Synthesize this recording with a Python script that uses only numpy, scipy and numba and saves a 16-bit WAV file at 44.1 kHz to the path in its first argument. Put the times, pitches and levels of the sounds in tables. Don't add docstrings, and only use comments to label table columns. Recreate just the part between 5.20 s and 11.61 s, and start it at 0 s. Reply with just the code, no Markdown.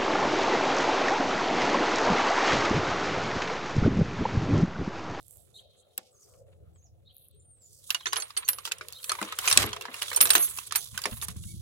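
import sys
import numpy as np
from scipy import signal
from scipy.fft import rfft, irfft
from scipy.io import wavfile
from scipy.ndimage import uniform_filter1d
from numba import njit

SR = 44100
rng = np.random.default_rng(int(sys.argv[2]) if len(sys.argv) > 2 else 0)


def dump(signal):
    limited = np.clip(np.atleast_2d(signal).T, -1, 1)
    pcm = np.round(limited * 32767).astype(np.int16)
    wavfile.write(sys.argv[1], SR, pcm)


def volts_from_db(level):
    exponent = np.asarray(level, float) / 20
    return 10 ** exponent


N = 282681
PORT_LAG = 6


def level(x, db=0):
    return x * volts_from_db(db) / np.sqrt(np.mean(x ** 2))


def columns(table):
    s, *cols = np.transpose(table)
    return [np.interp(np.arange(N) / SR, s, c) for c in cols]


def colour(x, spectrum):
    hz, db = np.transpose(spectrum)
    f = np.maximum(np.arange(x.shape[-1] // 2 + 1) * SR / x.shape[-1], 1)
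    octaves_outside = np.maximum(np.log2(hz[0] / f), 0) + np.maximum(np.log2(f / hz[-1]), 0)
    gain_db = np.interp(np.log(f), np.log(hz), db) - 48 * octaves_outside
    return irfft(rfft(x) * volts_from_db(gain_db), x.shape[-1])


def walk(rate):
    k = int(SR / rate)
    steps = np.repeat(rng.standard_normal(N // k + 1), k)
    return 1.28 * uniform_filter1d(uniform_filter1d(steps, k), k)[:N]


def pair(likeness):
    common, apart = rng.standard_normal((2, N))
    c = np.clip(likeness, 0, 1)
    return np.sqrt(1 + c) * common + np.sqrt(1 - c) * apart * np.array([[1], [-1]])


def swell(s, length):
    return np.sin(np.pi * np.clip((np.arange(N) / SR - s) / length, 0, 1))


def decay(t, t60):
    return np.exp(-np.log(1000) * t / t60)


def add(out, s, sound):
    i = int(s * SR)
    out[:, i:i + sound.shape[1]] += sound[:, :N - i]


def whistle(table, start=0, db=0):
    rows = np.array(table) + [start, 0, db]
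    before = [rows[0, 0] - .008, rows[0, 1], -120]
    after = [rows[-1, 0] + .025, rows[-1, 1], -120]
    hz, line_db = columns([before, *rows, after])
    return np.sqrt(2) * volts_from_db(line_db) * np.sin(2 * np.pi * np.cumsum(hz) / SR)


@njit
def mode(x, hz, t60):
    y, z, turn = np.empty(len(x), np.complex128), 0j, np.exp(2j * np.pi * hz / SR)
    for i in range(len(x)):
        z = z * turn * (1 - np.log(1000.) / (t60[i] * SR)) + x[i]
        y[i] = z
    return y


def clatter(lo_hz, hi_hz, t60, chance, rise_s=0.00051):
    t = np.arange(4096) / SR
    hz_chance, fade_chance, phase_chance, level_chance, side_chance = chance.T[:, :, None]
    hz = lo_hz * (hi_hz / lo_hz) ** hz_chance
    strength = volts_from_db(14.0 * level_chance) * decay(t, t60 * (0.65 + 2.28 * fade_chance))
    phase = 2 * np.pi * (hz * t + phase_chance)
    lead = 3.76 * np.minimum(hz / 1500, 1) ** 2 * (side_chance - .5)
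    both = np.array([np.sum(strength * np.sin(phase + side * lead), axis=0) for side in (1, -1)])
    both = both * (1 - np.exp(-t / rise_s))
    return both / np.abs(both).max()


# f/Hz, level/dB per Hz
GARDEN_HUSH = [(200, 2.5), (500, -11), (1100, -29.5), (5000, -28), (15800, -20)]


def garden_hush():
    return level(colour(pair(0.18), GARDEN_HUSH), -80.5)


# t/s, gust level/dB, hollow murmur re gust level/dB
WIND = [(0, -55, -19.5), (.8, -74.5, 8.5), (1.25, -57.5, -11.5), (1.5, -58, -12), (2.1, -63, -14.5),
        (4.3, -61, 0.5), (4.37, -31, -15), (4.7, -68, 5.5), (5.1, -48.5, -3), (5.4, -62.5, -9),
        (5.9, -54, -16), (6.41, -43, -35)]
# f/Hz, level/dB per Hz
RUMBLE = [(12, -62), (20, -44), (32, -23.5), (73, -1), (103, -1), (177, -14), (287, -36.5), (330, -16),
          (430, -68), (730, -120)]
# t/s, peak level/dB
BUFFETS = [
    (5.724, -36.5),
    (5.918, -27.5),
    (6.016, -50),
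    (6.086, -34.5),
    (6.162, -30.5),
    (6.194, -35.5),
    (6.251, -31.5),
    (6.337, -28),
]


def wind():
    rumble_db, murmur_db = columns(WIND)
    gusts = volts_from_db(2.5 * walk(14))
    out = level(colour(pair(.7) * gusts, RUMBLE)) * volts_from_db(rumble_db)
    for (s, peak_db), c in zip(BUFFETS, rng.random((len(BUFFETS), 16, 5))):
        add(out, s, volts_from_db(peak_db - 2.0) * clatter(60, 228.5, 0.054, c, rise_s=0.0045))
    out[1] = irfft(rfft(out[1]) * np.exp(1j * 1.4), N)
    for hz in (454.0, 540, 572, 570.0, 760, 1440):
        band = colour(pair(0.04), [(hz * 0.94, -10), (hz, 0), (hz * 0.88, -10)])
        band_db = rumble_db + murmur_db - 9 - 14 * (hz > 999) + 6 * walk(22)
        out = out + level(band) * volts_from_db(band_db + np.array([[1.2], [-1.2]]))
    return out


# t/s, length/s, f/Hz, level/dB
MURMURS = [
    (0.132, 0.1, 623, -66),
    (0.394, 0.12, 569, -64),
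    (0.634, 0.091, 567, -66),
    (0.86, 0.21, 1270, -75.5),
    (1.072, 0.12, 1220, -73),
    (1.1, 0.27, 540, -57),
]


def murmurs():
    out = 0
    noise = pair(.6) * volts_from_db(4 * walk(40))
    for s, length, hz, db in MURMURS:
        band = colour(noise, [(hz * .85, -8), (hz, 0), (hz * 1.12, -8)])
        out = out + level(band, db) * swell(s, length)
    return out


# t/s, f/Hz, level/dB
ARCH = [(2.115, 7960, -86), (2.17, 8740, -71), (2.23, 9020, -67), (2.31, 8810, -59.5), (2.38, 8200, -69.5),
        (2.46, 6920, -56.5), (2.48, 6800, -88)]
FLAT = [(2.2, 7330, -69), (2.23, 6940, -96), (2.38, 7500, -76)]
# t/s from its start, f/Hz, level/dB
WARBLE = [(.012, 7900, -10), (.03, 8120, 2), (.05, 6740, -5), (.075, 6370, 0), (.09, 6150, -2),
          (.115, 7100, 8), (.135, 6060, 4.5), (.155, 4880, -6)]
# t/s, level/dB
WARBLES = [
    (0.888, -73),
    (1.524, -72.5),
]
# t/s from its start, f/Hz, level/dB
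CHIRP_HIGH = [(.004, 3560, -9), (.014, 3710, -2.5), (.03, 3800, 8), (.042, 3950, -8.5)]
CHIRP_UPPER = [(.006, 4060, -6), (.022, 4160, -5), (.036, 4150, 1.5), (.042, 3950, -1)]
CHIRP_LOW = [(0.046, 2860, -16), (0.052, 3130, 3), (.063, 3260, 4)]
# t/s, level/dB
CHIRPS = [
    (0.336, -56.5),
    (1.849, -64.5),
    (2.631, -93),
    (2.781, -56),
    (3.738, -55),
]
# delay t/s, level over the smeared echo/dB
WALLS = [
    (.05, -9.5),
    (.145, 3),
    (.235, 5.5),
    (.345, 8.5),
]


def birds():
    thin = whistle(ARCH) + whistle(FLAT) * volts_from_db(8.7 * walk(44))
    warbles = sum(whistle(WARBLE, s, db) for s, db in WARBLES)
    thin = thin + warbles * (1 + 0.55 * walk(690)) * volts_from_db(2.1 * walk(130))
    voices = CHIRP_HIGH, CHIRP_UPPER, CHIRP_LOW
    chirps = sum(whistle(note, s, db) for s, db in CHIRPS for note in voices)
    chirps = chirps * (1 + 0.42 * walk(550))
    t = np.arange(SR // 2) / SR
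    answers = 1 + sum(volts_from_db(wall_db) * np.exp(-((t - s) / 0.006) ** 2) for s, wall_db in WALLS)
    wet = 0
    for calls, t60, db in ((chirps * (1 + 1.2 * walk(1300)), 1, -7.5), (thin, .2, -2.5)):
        echo = rng.standard_normal((2, len(t))) * decay(t, t60) * answers
        echo = echo / np.sqrt(np.sum(echo ** 2, axis=1, keepdims=True))
        wet = wet + volts_from_db(db + 3 * walk(40)) * signal.fftconvolve(calls[None], echo, axes=1)[:, :N]
    return thin + chirps + wet


# t/s, f/Hz, level/dB
HINGE = [(6.275, 2163, -73), (6.31, 2290, -64.5), (6.34, 2160, -82)]


def hinge():
    squeak = whistle(HINGE) + whistle(np.array(HINGE) * [1, 2, 1])
    return squeak * volts_from_db(4 * walk(120))


# t/s, peak level/dB
TICKS = [
    (0.0293, -41),
    (0.067, -44),
    (0.082, -36),
    (0.1093, -33),
    (0.1366, -49),
    (0.16, -46),
    (0.171, -35),
    (0.1979, -53),
]
LATE_TICKS = [(1.9278, -55), (1.9402, -53), (1.9457, -41), (1.953, -45), (1.967, -29), (1.9818, -35),
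              (1.996, -43), (2.003, -53), (2.0211, -45), (2.085, -35.5), (2.1119, -45), (2.1483, -53)]
# lowest f/Hz, highest f/Hz
TICK_BANDS = (7000, 14500), (9300, 15000)


def sleeve_ticks():
    out = np.zeros((2, N))
    for rows, band in zip((TICKS, LATE_TICKS), TICK_BANDS):
        crease = signal.butter(6, band, "band", fs=SR, output="sos")
        for s, db in rows:
            snap = rng.standard_normal(60) * np.exp(-np.arange(60) / 5)
            tick = signal.sosfilt(crease, np.append(snap, np.zeros(200)))
            tick = volts_from_db(db - 3.5) * tick / np.abs(tick).max()
            add(out, s, np.array([np.roll(tick, PORT_LAG), tick]))
    return out


# t/s, speed as hiss level/dB, pressure as scrape re hiss level/dB
RUB = [(0, -71.5, -13.5), (1.3, -78, -4.5), (2.3, -90.5, 5), (2.68, -51.5, -27.5), (2.8, -64, 3),
       (3.1, -59.5, 4.5), (3.6, -60.5, 6.5), (3.78, -53, -13), (3.9, -50.5, -1), (4.2, -47.5, 4),
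       (4.4, -36, 7.5), (4.55, -59, 7), (4.9, -43, -5), (5.22, -37.5, -1.5), (5.34, -44, -5.5),
       (5.7, -48.5, -11.5), (6.1, -47, -5.5), (6.25, -50.5, -30)]
# f/Hz, level/dB per Hz
HISS = [(3400, 1.5), (5000, -4), (9000, -2.5), (11000, 3), (13000, -10.5), (16300, -7.5)]
SCRAPE = [(700, -18), (1050, 4), (1600, -2.5), (2600, -0.5), (4000, -2)]
# lowest f/Hz, highest f/Hz
FOLDS = (2000, 6000), (6800, 10000), (11300, 16500)
# t/s, length/s, level/dB, lowest f/Hz, highest f/Hz
SWISHES = [(-.03, 0.35, -61, 7500, 15400), (0.324, 0.11, -62, 6410, 13930),
           (0.557, 0.079, -66, 6440, 11500), (0.777, 0.0051, -22.5, 11200, 14500),
           (0.757, 0.17, -63, 2170, 12000), (0.883, 0.37, -64, 4570, 14900),
           (1.897, 0.23, -62, 10000, 14000), (2.397, 0.27, -57.5, 4430, 17000),
           (3.432, 0.07, -41, 2500, 16400), (2.955, 0.054, -50.5, 9000, 15900),
           (3.751, 0.23, -46, 7400, 15150), (4.393, 0.066, -51, 13500, 15600),
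           (4.23, 0.13, -30.5, 2050, 15100), (4.383, 0.065, -26.5, 303, 14050),
           (5.268, 0.066, -37.5, 7650, 13650), (5.461, 0.024, -41, 7650, 12600),
           (6.011, 0.05, -40.5, 2950, 15700), (6.015, 0.041, -31.5, 8660, 13660)]
# t/s, length/s, level/dB
PAUSES = [
    (3.112, 0.073, -8),
    (4.972, 0.06, -40),
    (5.326, 0.055, -5),
    (5.484, 0.036, -10),
    (6.116, 0.051, -7.5),
]


def rustle():
    hiss_db, pressure_db = columns(RUB)
    cloth = pair(.4) * volts_from_db(2.5 * walk(400) + 1.2 * walk(60) + 2.5 * walk(18))
    hiss = level(colour(cloth, HISS))
    folds = [colour(hiss, [(lo_hz, 0), (hi_hz, 0)]) * volts_from_db(3 * walk(12)) for lo_hz, hi_hz in FOLDS]
    out = level(sum(folds)) * volts_from_db(hiss_db)
    grains = pair(0.59) * volts_from_db(3.7 * walk(150) + 1.4 * walk(700) + 3.7 * walk(37))
    out = out + level(colour(grains, SCRAPE)) * volts_from_db(hiss_db + pressure_db)
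    for s, length, db, lo_hz, hi_hz in SWISHES:
        band = [(lo_hz, -1.5), (np.sqrt(lo_hz * hi_hz), 0), (hi_hz, -5)]
        i, k = max(int(s * SR), 0), int((s + length) * SR)
        swish = level(colour(colour(cloth[:, k:i:-1], band), band), db)
        add(out, i / SR, swell(s, length)[i:k] ** 1.17 * swish)
    out = out * volts_from_db(sum(db * swell(s, length) for s, length, db in PAUSES))
    return out + sleeve_ticks()


# t/s, lower lines level/dB, upper lines level/dB
BAR_SONG = [(2.705, -38.5, -60), (2.868, -77, -62), (3.175, -45, -58.5), (3.287, -22, -44),
            (3.52, -51, -70), (4.188, -60, -62), (4.263, -36, -61), (4.299, -36, -60), (4.325, -38, -57),
            (4.936, -44, -49), (4.96, -35, -39), (5.013, -24.5, -28), (5.058, -30, -46), (5.104, -41, -31),
            (5.152, -25, -43), (5.373, -46, -60), (5.557, -30, -35.5)]
BAR_LINES = [12270, 12330, 14480, 15210]


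def bar_song():
    s, lower_db, upper_db = np.transpose(BAR_SONG)
    chance = rng.random((len(s), len(BAR_LINES), 2))
    out = 0
    for k, hz in enumerate(BAR_LINES):
        hits = np.zeros(N, complex)
        hit_db = (lower_db, upper_db)[k // 2] - 4.0 + 6.9 * (chance[:, k, 0] + 1.0)
        hits[(s * SR).astype(int) + 20] = volts_from_db(hit_db) * np.exp(2j * np.pi * chance[:, k, 1])
        z = mode(hits, 1. * hz, np.full(N, .075)) * volts_from_db(3 * walk(90))
        out = out + np.array([(z * np.exp(1.3j * k)).imag, z.imag])
    return out


# t/s, low level/dB, middle level/dB, main level/dB, high level/dB
STRIKES = [(2.8702, -36.5, -62, -56, -72), (2.9688, -51, -64, -36.5, -63), (3, -33, -63, -99, -99),
           (3.023, -75, -47, -99, -99), (3.1726, -64, -40.5, -46, -64), (3.248, -44.5, -99, -99, -99),
           (3.286, -56, -47, -29.5, -41), (3.329, -75, -72, -99, -99), (3.385, -78, -60, -55, -99),
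           (3.521, -77, -70, -64, -78), (3.918, -72, -70, -42, -75), (4.276, -28.5, -50, -28, -61),
           (4.3732, -61.5, -54, -54.5, -60), (4.528, -72, -75, -49.5, -81.5),
           (4.9616, -28, -30, -33.5, -49), (4.983, -68, -54, -67, -64), (5.0121, -56, -33.5, -18, -26),
           (5.057, -52, -42, -41, -56.5), (5.105, -41, -25.5, -32.5, -42.5), (5.1342, -36, -99, -99, -35),
           (5.153, -27, -43, -28, -47), (5.2253, -34.5, -65, -99, -99), (5.3717, -50.5, -58, -52, -71),
           (5.56, -56, -41, -34, -46), (5.578, -38.5, -99, -99, -99)]
RING_MODES = [4400, 6255, 6790, 7260, 8690, 9200, 9430, 10902, 11055, 12293, 13558, 13965, 15210, 15465]
# level re the struck line/dB, t60/s
RING = [(-8.5, 0.099), (0.5, 0.15), (-6, 0.065), (-5, 0.07), (17.5, 0.11), (3, 0.086), (-3, 0.089),
        (2.5, 0.2), (-7, 0.172), (-11.5, .08), (2.5, 0.36), (-13.5, .15), (7, .12), (3, 0.097)]
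FOLLOWS = [0, 0, 0, 0, 1, 1, 2, 2, 2, 2, 3, 3, 3, 3]
LASTING = [6255, 8690, 10902, 13558]
# left lead/rad, left minus right level/dB, wander of lead/rad
LINE_SIDES = [(1.5, -2, .8), (3, -1, .3), (1.9, -4, 1.4), (.4, 2, .3)]
SWING = -18.5, -31.5


def ring():
    s, *line_db = np.transpose(STRIKES)
    at, t = (s * SR).astype(int), np.arange(N) / SR
    chance = rng.random((len(STRIKES), len(RING), 2))
    swing = swell(5.17, .11)
    out = sum(volts_from_db(db) * swing * np.sin(2 * np.pi * hz * t) for hz, db in zip(LASTING[2:], SWING))
    for k, (hz, (db, t60), line) in enumerate(zip(RING_MODES, RING, FOLLOWS)):
        hits, ringing = np.zeros(N, complex), np.full(N, t60)
        uneven_db = 14 * (hz not in LASTING) * (chance[:, k, 0] - .5)
        hits[at + 20] = volts_from_db(line_db[line] + db + uneven_db) * np.exp(2j * np.pi * chance[:, k, 1])
        for i in at[line_db[line] > -90]:
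            ringing[i - 60:i] = .002
        z = mode(hits, 1. * hz, ringing) * volts_from_db(3 * walk(70)) * np.exp(.5j * walk(110))
        lead, pan_db, wander = LINE_SIDES[line] if hz in LASTING else (1.3 * k, -2, 1)
        lead = lead + wander * walk(8) - 2 * np.pi * hz * PORT_LAG / SR
        left, right = (z * np.exp(1j * lead)).imag, z.imag
        out = out + np.array([left * volts_from_db(pan_db / 2), right * volts_from_db(-pan_db / 2)])
    return out


# t/s, peak level/dB
THUDS = [
    (.778, -47),
    (3.609, -64),
    (4.015, -31.5),
    (4.368, -27),
    (4.439, -28),
    (4.683, -43.5),
    (5.01, -35.5),
    (5.153, -31),
    (5.856, -34.5),
]


def thuds():
    out = np.zeros((2, N))
    for (s, peak_db), c in zip(THUDS, rng.random((len(THUDS), 40, 5))):
        add(out, s, volts_from_db(peak_db - 0.5) * volts_from_db(3) * clatter(190, 900, 0.085, c, rise_s=0.002))
    return out


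# t/s, peak level/dB, share into the boards/dB
ON_BOARD = [(1.137, -51, -8.5), (2.695, -35, -18), (2.931, -12, -10), (2.983, -41, 12),
            (3.385, -21.5, -26.5), (3.907, -36.5, 9), (3.917, -11, -16), (3.951, -26.5, -7),
            (4.014, -23, -0.5), (4.026, -19, -7), (4.123, -21.5, -10), (4.563, -26.5, -4),
            (4.93, -21, -7.5), (5.005, -7.5, -20), (5.386, -19, -28), (5.522, -15, -19), (5.551, -20, -6.5),
            (5.855, -13, -6)]
# t/s, peak level/dB, share into the boards/dB
ON_IRON = [(3.001, -28, -16), (3.279, -22, -17.5), (3.287, -8.5, -20), (3.331, -23, -18), (3.684, -23, -56),
           (3.724, -27, -80), (3.842, -22, -34), (4.187, -13.5, -12), (4.962, -20, -24.5),
           (5.01, -0.5, -22.5), (5.054, -11, -8), (5.071, -16.5, -17), (5.092, -20, -15),
           (5.1035, -2, -17.5), (5.133, -12, -24), (5.152, -4, -6.5), (5.18, -13, -62), (5.373, -28, -14),
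           (5.557, -8, -16.5), (5.817, -26, -17.5), (6.024, -23.5, -5.5), (6.083, -19.5, -14.5)]
# t/s, peak level/dB, share into the boards/dB, bar f/Hz
BAR = [(.777, -20, -35.5, 7960), (2.704, -7.5, -26.5, 2810), (2.7455, -13, -14, 2860),
       (2.959, -18, -16, 2780), (3.174, -14.5, -28, 4400), (3.452, -17.5, -17, 3250),
       (3.519, -12, -32, 2640), (3.73, -28.5, -72, 4300), (3.894, -12.5, -9.5, 4300),
       (4.255, -25.5, -5.5, 5000), (4.283, -10, -34, 7400), (4.3, -14, -12.5, 7200),
       (4.312, -5.5, -12, 5580), (4.326, -2.5, -42, 8680), (4.373, 7.5, -35, 8030), (4.427, -17, -14, 3300),
       (4.61, -22, -12, 2630), (4.621, -27.5, -16, 3540), (4.741, -24, -7, 2810), (4.82, -14, -12.5, 2897),
       (4.859, -31, -28, 3730), (4.881, -22.5, -19, 3280), (5.776, -14.5, -25, 1597),
       (5.838, -19.5, -15, 4660), (5.969, -35, -10, 3850), (6.014, -25, -29, 3540), (6.236, -35, -23, 3730)]
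# t/s, peak level/dB, share into the boards/dB, resonance f/Hz
MUFFLED = [(1.558, -61, 1, 3300), (2.807, -34.5, -5.5, 3220), (2.857, -14, -16, 1707),
           (2.867, -14, -11, 3580), (2.924, -22, -18, 2780), (2.9655, -12.5, -9.5, 3290),
           (3.021, -20, -18, 4340), (3.104, -29.5, -17, 1126), (3.166, -19, -13, 4440),
           (3.474, -24.5, -10, 1323), (3.513, -21.5, -8, 1500), (3.61, -27, 1, 1740),
           (3.987, -28.5, 3, 930), (4.049, -28.5, -7.5, 1350), (4.275, -5, -12.5, 2500),
           (4.362, -18, -15, 930), (4.439, -22.5, 1, 1070), (4.53, -17.5, -10.5, 3140),
           (4.653, -25.5, -1, 1360), (4.682, -51, 19, 1660), (4.984, -38, -25, 3400),
           (5.509, -22, -12, 1735)]
# t/s, peak level/dB, share into the boards/dB, f/Hz
RATTLE = [(2.909, -44, -37, 9000), (3.583, -34, -22, 9000), (3.703, -38, -31, 3510),
          (3.83, -31.5, -35, 4200), (3.85, -36.5, -22.5, 6000), (4.219, -47, -18, 3000),
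          (4.49, -33, -27, 8000), (4.828, -18.5, -13.5, 9900), (4.902, -25, -29, 3130),
          (4.915, -29.5, 5, 4000), (4.936, -31, -22.5, 12400), (4.946, -21, -26, 5450),
          (4.972, -21.5, -2, 3100), (4.988, -41, 6.5, 2560), (5.025, -10.5, -15.5, 9700),
          (5.159, -8.5, -26, 2940), (5.789, -27, -8, 4930), (5.912, -31, -17, 8700),
          (6.094, -45.5, -30.5, 2970), (6.111, -46.5, -40, 9000), (6.181, -43, -42, 6200),
          (5.1045, -8, -40, 9200), (.778, -33.5, -13, 4390), (3.2845, -30, -27, 12300),
          (3.17, -27, -8, 4480), (4.816, -22, -16, 1140)]


def blows():
    on_board = [(*row, 1171) for row in ON_BOARD]
    on_iron = [(*row, 12140) for row in ON_IRON]
    kinds = ((on_board, -2, -12), (on_iron, 2.5, -9), (BAR, -2, -7.5),
             (MUFFLED, -17.5, -10), (RATTLE, -2.5, 8))
    return [(*row, top_db, air_db) for rows, top_db, air_db in kinds for row in rows]


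def knocks():
    out = np.zeros((2, N))
    rows = blows()
    chance = rng.random((len(rows), 5, 40, 5))
    t = np.arange(4096) / SR
    noise = rng.standard_normal((2, len(rows), 2, 4096))
    scatter = colour(noise[0], [(500, -12), (1200, 18.0), (4000, 11.5), (15000, -1.5)])
    splinter = colour(noise[1], [(2500, -28.5), (8000, 13.5), (16300, -14.5)])
    chatter = np.append(volts_from_db(np.clip(0.36 * walk(1500), -9, 4)), np.ones(4096))
    knee_hz = 11500
    for (s, peak_db, board_db, hz, top_db, air_db), c, tail, grit in zip(rows, chance, scatter, splinter):
        t60 = 0.04 * volts_from_db(0.15 * (board_db + 22.5))
        board = volts_from_db(-16.0) * clatter(349.6, 930.4, 2.0 * t60, c[0, :5])
        board = board + volts_from_db(3) * clatter(904.5, 2482, 0.35 * t60, c[1, :18])
        iron = volts_from_db(-4.0) * clatter(2511, 7000, 0.32 * t60, c[2])
        chips = volts_from_db(top_db + 0.5) * clatter(7000, 15820, .17 * t60, c[3])
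        crack = level(grit, top_db - 37.0) * decay(t, 0.2 * t60) * (1 - np.exp(-t / 0.0006))
        note = volts_from_db(-7.0) * clatter(hz - 140, hz + 140, .42 * t60, c[4, :2])
        tail = level(tail, -20.0 + 0.18 * (board_db + 20.5)) * decay(t, 2.4 * t60)
        tail = tail * (1 - np.exp(-t / 0.0003))
        blow = volts_from_db(board_db) * board + (iron + chips + crack) * chatter[int(s * SR):][:4096] + note + tail
        loss_db = min(air_db - 0.3 * (peak_db + 11), 0)
        blow = colour(blow, [(10, 0), (knee_hz, 0), (0.88 * knee_hz, loss_db), (SR / 2, loss_db)])
        scuff_s = 0.0001 + 0.00058 * c[0, -1, 0]
        add(out, s, volts_from_db(peak_db - 2.1) * blow * (1 - np.exp(-t / scuff_s)))
    return out


# f/Hz, left minus right level/dB
SIDES = [(200, -2.5), (400, 6.5), (800, 2), (2400, -6.5), (5000, -6.5), (20000, -1.5)]
# t/s, left minus right level/dB
TURN = [(0, -10.5), (.8, 3), (1.2, 6), (2.6, 0.5), (3.7, 1), (4.2, 2.5), (4.7, 1.5), (5.5, -1.5), (6.2, 0)]


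def ports(x):
    half = np.array([(10, 0)] + SIDES) * [1, .5]
    left = colour(x[0], half)
    right = np.roll(colour(x[1], half * [1, -1]), PORT_LAG)
    return np.array([left, right]) * volts_from_db(columns(TURN)[0] * np.array([[.5], [-.5]]))


def scene():
    latch = ports(rustle() + bar_song() + ring() + thuds() + knocks())
    return garden_hush() + wind() + murmurs() + birds() + hinge() + latch


def roll_off(x):
    return signal.sosfilt(signal.butter(12, 16410, fs=SR, output="sos"), x)


def record(dry):
    low_pass = signal.ellip(6, .3, 45, 15850, fs=SR, output="sos")
    mix = signal.sosfilt(low_pass, np.clip(dry, -1, 1))
    return roll_off(mix)


dry = scene()
out = record(dry)
dump(out)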